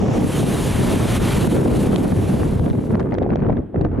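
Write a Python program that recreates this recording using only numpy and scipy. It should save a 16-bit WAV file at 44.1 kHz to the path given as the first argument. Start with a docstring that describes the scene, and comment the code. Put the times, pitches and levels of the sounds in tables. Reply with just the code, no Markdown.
"""A blowhole on a sea cliff. Wind buffets the microphone from the start, with far surf underneath.
A wave drives air and spray out of the rock in one long hiss, dull until the microphone swings to face it.
Just after the hiss peaks a hollow roar swells, and the limiter ducks everything under the heaviest thumps.
By three seconds the hiss is dying away; the wind rasps and knocks in sharp eddies over a weaker roar,
drops for a moment, and comes back."""
import sys
import numpy as np
from scipy import signal
from scipy.fft import rfft, irfft, next_fast_len
from scipy.io import wavfile
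from scipy.ndimage import uniform_filter1d, minimum_filter1d, map_coordinates

SR = 44100
rng = np.random.default_rng(int(sys.argv[2]) if len(sys.argv) > 2 else 0)


def generate_wav(signal):
    """Clip the signal to [-1, 1] and save it as 16-bit WAV at the path in sys.argv[1]."""
    frames = np.transpose(np.atleast_2d(signal))
    scaled = np.clip(frames, -1, 1) * 32767
    pcm = np.round(scaled).astype(np.int16)
    wavfile.write(sys.argv[1], SR, pcm)


N = 176400


def amp(db):
    """Decibels to gain."""
    return 10 ** (np.asarray(db) / 20)


def unit(x):
    """Scale to rms 1."""
    return x / np.sqrt(np.mean(x ** 2) + 1e-20)


def along(points, hz):
    """Read (Hz, value) points on a log frequency axis."""
    freqs, values = np.transpose(points)
    return np.interp(np.log(hz + 1), np.log(freqs + 1), values)


def curve(rows):
    """Draw a fader move through (seconds, value) points, one value per sample."""
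    return np.interp(np.arange(N) / SR, *np.transpose(rows))


def wobble(rate):
    """A smooth random curve with `rate` knots a second."""
    return map_coordinates(rng.standard_normal(4096), [np.arange(N) * rate / SR], mode="wrap")


def filtered(x, response):
    """EQ x with a gain given as a function of frequency."""
    size = next_fast_len(N + 8192)
    return irfft(rfft(x, size) * response(np.fft.rfftfreq(size, 1 / SR)), size)[..., :N]


def rush(colour, correlation):
    """Stereo noise of rms 1 with a given spectrum and left-right correlation."""
    def mid_side_gains(hz):
        width = np.arccos(np.clip(along(correlation, hz), -1, 1)) / 2
        return amp(along(colour, hz)) * np.array([np.cos(width), np.sin(width)])
    mid, side = filtered(rng.standard_normal((2, N)), mid_side_gains)
    return unit(np.array([mid + side, mid - side]))


def patchy(x, depth_db):
    """Mottle x with random patches of gain over time and frequency."""
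    spectrum = signal.stft(x, nperseg=512)[2]
    patches = uniform_filter1d(rng.standard_normal(spectrum.shape[1:]), size=7, axis=0)
    patches = uniform_filter1d(patches, size=10, axis=1)
    return signal.istft(spectrum * amp(depth_db * unit(patches)), nperseg=512)[1][:, :N]


def burst(noise, swell):
    """Noise under a short swell, scaled to the rms of that swell."""
    return swell * noise * np.sqrt(np.mean(swell ** 2) / (np.mean((swell * noise) ** 2) + 1e-20))


# The gusts, and the deep rumble under them. Each row: time in seconds, relative level in dB.
GUST_LEVEL = [(0, -22.5), (.22, -16), (.32, -26), (.4, -18.5), (.72, -27.5), (.85, -17.5), (1.1, -23),
              (1.27, -21.5), (1.42, -17.5), (1.6, -12.5), (2.0, -19.5), (2.35, -21.5), (2.48, -24.5),
              (2.66, -21), (2.86, -28), (2.96, -19), (3.08, -26.5), (3.15, -26), (3.42, -22.5),
              (3.59, -23.5), (3.63, -33.5), (3.71, -43.5), (3.755, -24.5), (3.83, -20), (3.89, -29),
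              (4, -23)]
RUMBLE_LEVEL = [(0, -28), (.2, -40.5), (.6, -28.5), (.95, -26), (1.35, -23.5), (1.55, -25.5), (2.05, -40),
                (2.18, -20.5), (2.32, -32.5), (2.6, -20.5), (2.8, -40), (3.15, -34.5), (3.45, -26.5),
                (3.57, -26.5), (3.65, -39.5), (3.73, -55), (3.8, -24), (4, -27)]
# The rasp rides on the gusts. Each row: time in seconds, offset from the gust level in dB.
RASP_OFFSET = [(0, -30), (.5, -12), (1.4, -9.5), (1.7, -11), (2.1, -8.5), (2.5, -12.5), (2.8, -13.5),
               (3.2, -10), (3.5, -10.5), (3.68, -16), (3.8, -16.5), (4, -5.5)]
# The wind's three tones, low to high. Each row: frequency in Hz, relative level in dB.
RUMBLE_COLOUR = [(15, -8), (30, 3.5), (42, 3.5), (70, 4), (110, 7), (200, -19), (600, -83)]
BUFFET_COLOUR = [(30, -9), (70, -2.5), (125, 1.5), (180, 2), (270, -1.5), (400, -5), (600, -14),
                 (900, -24.5), (1400, -47.5), (3000, -66), (6000, -76)]
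RASP_COLOUR = [(100, -23), (350, 8), (700, 6.5), (1000, 0.5), (1500, -5.5), (2200, -15), (3200, -28.5),
               (4500, -40), (7000, -67.5), (12000, -70)]
# Stereo image of buffet, rasp and eddies. Each row: frequency in Hz, left-right correlation.
WIND_CORRELATION = [(40, 1), (130, 0.9), (290, 0.53), (640, 0.15), (1400, 0.41), (3100, 0.73), (7000, 0.62)]
RUMBLE_GAIN_DB, BUFFET_GAIN_DB = 2.5, 4.5


def wind():
    """Turbulence on the microphone: a rumble, a fluttering buffet and a rasp that flares with it."""
    gust_db = curve(GUST_LEVEL)
    flutter = wobble(70)
    rumble = rush(RUMBLE_COLOUR, correlation=[(40, 0.93), (130, 0.75)])
    buffet = unit(amp(2 * flutter) * rush(BUFFET_COLOUR, WIND_CORRELATION))
    crackle_db = 2.35 * flutter + 3.8 * wobble(230) + 2.7 * wobble(900)
    rasp = unit(amp(crackle_db) * rush(RASP_COLOUR, WIND_CORRELATION))
    return (amp(RUMBLE_GAIN_DB + curve(RUMBLE_LEVEL)) * rumble
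            + amp(BUFFET_GAIN_DB + gust_db) * buffet
            + amp(gust_db + curve(RASP_OFFSET)) * rasp)


# The bed of far surf. Each row: frequency in Hz, relative level in dB.
SURF_COLOUR = [(40, -13.5), (400, 3), (700, -16), (1300, -7), (2200, -19), (3300, -23), (4400, -38),
               (5500, -48.5), (10000, -36.5), (14000, -65)]
SURF_DB = -55.5


def surf():
    """The sea below the cliff: a dull, nearly steady wash, dead centre."""
    return amp(SURF_DB + 1.2 * wobble(6.9)) * rush(SURF_COLOUR, correlation=[(100, 1.0), (2000, 1.0)])


# The arc of the blow. Each row: time in seconds, relative level in dB.
JET_LEVEL = [(0, -48.5), (.12, -43), (.24, -40.5), (.29, -37.5), (.55, -35.5), (.8, -38), (.91, -34.5),
             (1.02, -39), (1.165, -33.5), (1.19, -44), (1.25, -34.5), (1.33, -34), (1.45, -34.5),
             (1.54, -35), (1.61, -37.5), (1.7, -40), (1.77, -38), (1.86, -42), (2.3, -46), (2.52, -51),
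             (2.68, -55), (2.78, -59.5), (2.89, -57.5)]
# The tone of the hiss. Each row: frequency in Hz, relative level in dB.
JET_COLOUR = [(150, -19), (500, 11), (900, 10), (1400, 5), (2200, 3), (3200, 2.5), (4000, -0.5), (5000, -6),
              (6500, -3.5), (8500, -3), (10400, 1), (11600, -4), (13000, -11.5), (15500, -21)]
# EQ on the hiss while the microphone points at the ground. Each row: frequency in Hz, gain in dB.
OFF_AXIS_EQ = [(300, 24.5), (1500, 5.5), (3000, 3), (4200, -1), (5500, 7), (7400, 1), (8800, -11),
               (11000, -9), (15000, -17)]
# Stereo image, facing the hole and turned aside. Each row: frequency in Hz, left-right correlation.
JET_CORRELATION = [(300, 0.94), (1500, 0.99), (3000, 0.99), (6000, 1), (11000, 1)]
OFF_AXIS_CORRELATION = [(300, 0.45), (3000, 0.63), (6000, 0.94), (10000, .7)]
# The rush of air under the spray, below AIR_EDGE_HZ. Each row: time in seconds, boost in dB.
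AIR_BOOST = [(.25, 0), (.6, 1), (.85, 2.5), (1.14, 2.5), (1.33, 3.5), (1.5, 1), (1.7, 2), (2.1, 0.5),
             (2.5, 3), (2.9, 2)]
# The jet sputters more as it weakens. Each row: time in seconds, flutter depth in dB.
SPUTTER_DEPTH = [(1.3, .5), (1.9, 1.6)]
JET_GAIN_DB, JET_DIES_DB_PER_S = 6, 72
AIR_EDGE_HZ, SPUTTER_PER_S = 6400, 78
TURN_START_S, TURN_END_S = 0.12, 0.29


def jet():
    """Air and spray hiss out of the hole, duller and more diffuse until the microphone faces it."""
    t = np.arange(N) / SR
    hiss = patchy(rush(JET_COLOUR, JET_CORRELATION), depth_db=0.93)
    air = filtered(hiss, lambda hz: 1 / (1 + (hz / AIR_EDGE_HZ) ** 6))
    spray = hiss - air
    direct = spray + amp(curve(AIR_BOOST)) * air
    aside = filtered(rush(JET_COLOUR, OFF_AXIS_CORRELATION), lambda hz: amp(along(OFF_AXIS_EQ, hz)))
    facing = np.clip((t - TURN_START_S) / (TURN_END_S - TURN_START_S), 0, 1)
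    heard = np.sqrt(facing) * direct + np.sqrt(1 - facing) * aside
    spent_s = np.maximum(t - JET_LEVEL[-1][0], 0)  # time since the wave ran out
    level_db = JET_GAIN_DB + curve(JET_LEVEL) - JET_DIES_DB_PER_S * spent_s
    sputter_db = curve(SPUTTER_DEPTH) * wobble(SPUTTER_PER_S)
    return heard * amp(level_db + sputter_db)


# Sharp eddies. Each row: centre in seconds, relative puff level in dB, crack level in dB before
# its low-pass, cutoff of that low-pass in Hz, half length in seconds.
EDDIES = [(.063, -20, -42, 3030, .0025), (.085, -16, -42, 3000, .003), (.183, -23, -40, 3000, .0026),
          (.223, -14.5, -42, 3000, .002), (1.9607, -14, -18, 7000, .0012), (2.122, -22, -33, 4000, 0.0023),
          (2.577, -25, -52, 4500, .002), (2.596, -23, -37, 4000, .0018), (2.662, -22, -35.5, 3500, .0015),
          (2.7014, -21, -35, 4500, .001), (2.7085, -27, -38, 4000, .001), (2.733, -22, -42, 4000, .0012),
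          (2.795, -26, -40, 3000, .0012), (2.9468, -15.5, -43, 6000, .0008), (2.954, -11, -35, 4500, .002),
          (2.9966, -17, -38.5, 7000, .0035), (3.005, -17, -40, 10000, .0018),
          (3.029, -27, -38, 2500, .0015), (3.111, -31.5, -41, 2980, .0012), (3.124, -20, -41, 3500, .0016),
          (3.1428, -15, -38.5, 6000, 0.0013), (3.152, -21.5, -43, 4000, .003),
          (3.185, -14.5, -37.5, 5000, .0018), (3.2254, -24, -42, 4000, .002),
          (3.2324, -21, -43, 3000, .002), (3.3049, -17.5, -43, 3500, .0022), (3.335, -23, -49, 3520, .002),
          (3.3589, -21, -34, 5000, .002), (3.371, -20, -41, 2400, .0012), (3.394, -25.5, -46, 3000, .0015),
          (3.404, -27, -37, 3000, 0.00095), (3.422, -20, -54, 3000, .002), (3.448, -25.5, -54, 2420, .0017),
          (3.467, -22, -47, 2400, .0018), (3.4971, -28, -45, 3200, .0012), (3.505, -23, -38, 2400, .002),
          (3.5247, -30, -37, 2500, .001), (3.5705, -23, -36.5, 2500, .002), (3.746, -26, -51, 2180, .0017),
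          (3.761, -21, -57, 2200, .003), (3.8126, -16, -40.5, 5500, .0012),
          (3.8494, -16.5, -41, 4500, 0.0023)]
# The soft puff and the bright crack. Each row: frequency in Hz, relative level in dB.
PUFF_COLOUR = [(60, -10), (250, 8), (700, 7.5), (1200, -3.5), (2200, -13.5), (3500, -34), (5000, -52),
               (8000, -69)]
CRACK_COLOUR = [(500, -15), (1500, 0), (3300, -1), (5000, -5), (7500, -9), (11000, -17), (14000, -45)]
PUFF_GAIN_DB, RAGGED_DB = -2, 3.2


def eddies():
    """Each eddy hits the microphone as a short ragged puff with a dry crack of its own brightness."""
    t = np.arange(N) / SR
    ragged = unit(amp(RAGGED_DB * wobble(700)))
    puff_noise = ragged * rush(PUFF_COLOUR, WIND_CORRELATION)
    crack_noise = ragged * rush(CRACK_COLOUR, WIND_CORRELATION)
    out = np.zeros((2, N))
    for centre_s, puff_db, crack_db, cutoff_hz, half_s in EDDIES:
        near = np.flatnonzero(np.abs(t - centre_s) < 10 * half_s)
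        swell = np.exp(-((t[near] - centre_s) / half_s) ** 2)
        lowpass = signal.butter(3, cutoff_hz, fs=SR, output="sos")
        puff = burst(puff_noise[:, near], swell)
        crack = signal.sosfilt(lowpass, burst(crack_noise[:, near], swell))
        out[:, near] += amp(puff_db + PUFF_GAIN_DB) * puff + amp(crack_db) * crack
    return out


def shove(centre_s, peak_db, hz, half_s):
    """One push of air: a cycle or two, a little out of step between left and right."""
    t = np.arange(N) / SR - centre_s
    near = np.flatnonzero(np.abs(t) < 10 * half_s)
    phase, skew = rng.standard_normal(2)
    angle = 2 * np.pi * (hz * t[near] + phase) + 0.68 * skew * np.array([[1], [-1]])
    out = np.zeros((2, N))
    out[:, near] = amp(peak_db) * np.exp(-(t[near] / half_s) ** 2) * np.sin(angle)
    return out


# The heavy hits of the wind. Each row: centre in seconds, envelope peak in dB.
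THUMPS = [(0.094, -8.5), (0.247, -6), (0.442, -3), (0.837, -13), (1.18, -13), (1.262, -8), (1.34, -8),
          (1.384, -8), (1.481, 4), (1.552, -9.5), (1.591, 0.5), (1.686, 0), (1.855, -11.5), (1.893, -3.5),
          (2.1, -17.5), (2.135, -3.5), (2.343, -16), (2.563, -17), (2.715, -4.5), (2.793, -11), (2.947, -9)]
THUMP_TYPICAL_HZ = 193.4


def thumps():
    """Heavy buffets: one dull shove of air each, the strongest enough to work the limiter."""
    out = np.zeros((2, N))
    for centre_s, peak_db in THUMPS:
        hz = THUMP_TYPICAL_HZ * np.exp(0.16 * rng.standard_normal())
        out += shove(centre_s, peak_db, hz, half_s=0.0041)
    return out


# The light hits of the wind. Each row: centre in seconds, envelope peak in dB, pitch in Hz.
KNOCKS = [(.4308, -11, 630), (2.1244, -14, 685), (2.9556, -12.5, 690), (3.1321, -14.5, 635),
          (3.2197, -7, 537), (3.2642, -11, 570), (3.3583, -5.5, 570), (3.4975, -9, 645), (3.5049, -12, 578),
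          (3.745, -14.5, 590), (3.8116, -19, 610)]


def knocks():
    """Small fast eddies slap the microphone: shorter, higher shoves that sound as hollow knocks."""
    return sum(shove(centre_s, peak_db, hz, half_s=0.0012) for centre_s, peak_db, hz in KNOCKS)


# The roar's two swells. Each row: time in seconds, level in dB.
ROAR_LEVEL = [(1.3, -39), (1.53, -13.5), (1.8, -21.5), (2.05, -23), (2.3, -46), (2.7, -35.5), (3.25, -22),
              (3.55, -32), (3.63, -43)]
# Its low-mid body. Each row: frequency in Hz, relative level in dB.
ROAR_COLOUR = [(100, -9), (200, 7), (270, 7), (380, 1.5), (520, -3), (900, -65.5)]


def roar():
    """A hollow roar swells just after the jet's peak and once more, weaker, in the last gusts."""
    body = rush(ROAR_COLOUR, correlation=[(200, 1.0), (500, 0.39)])
    return amp(curve(ROAR_LEVEL) + wobble(17)) * body


def scene():
    """Wind, sea and blowhole together."""
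    return wind() + surf() + jet() + eddies() + thumps() + knocks() + roar()


# The limiter's sidechain EQ. Each row: frequency in Hz, gain in dB.
SIDECHAIN_EQ = [(30, -7.5), (110, -1.5), (600, -3), (1500, -0.5)]
THRESHOLD_DB, RELEASE_S, ATTACK_SAMPLES = -10, 0.038, 97
LOW_CUT_HZ, TOP_HZ = 34, 15700


def record(dry):
    """A limiter ducks fast under the strongest buffets and recovers slower; then the band limits."""
    sidechain = filtered(dry, lambda hz: amp(along(SIDECHAIN_EQ, hz)))
    overshoot = np.maximum(np.abs(sidechain).max(axis=0) / amp(THRESHOLD_DB), 1)
    duck = np.log(overshoot) + 1e-9
    # Each duck decays exponentially until a deeper one takes over.
    decay = np.arange(N) / SR / RELEASE_S
    held = np.exp(np.maximum.accumulate(np.log(duck) + decay) - decay)
    gain = minimum_filter1d(np.exp(-held), size=ATTACK_SAMPLES)
    gain = uniform_filter1d(gain, size=ATTACK_SAMPLES)
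    return filtered(dry * gain, lambda hz: (hz < TOP_HZ) * hz ** 2 / np.hypot(hz ** 2, LOW_CUT_HZ ** 2))


dry = scene()
out = record(dry)
generate_wav(out)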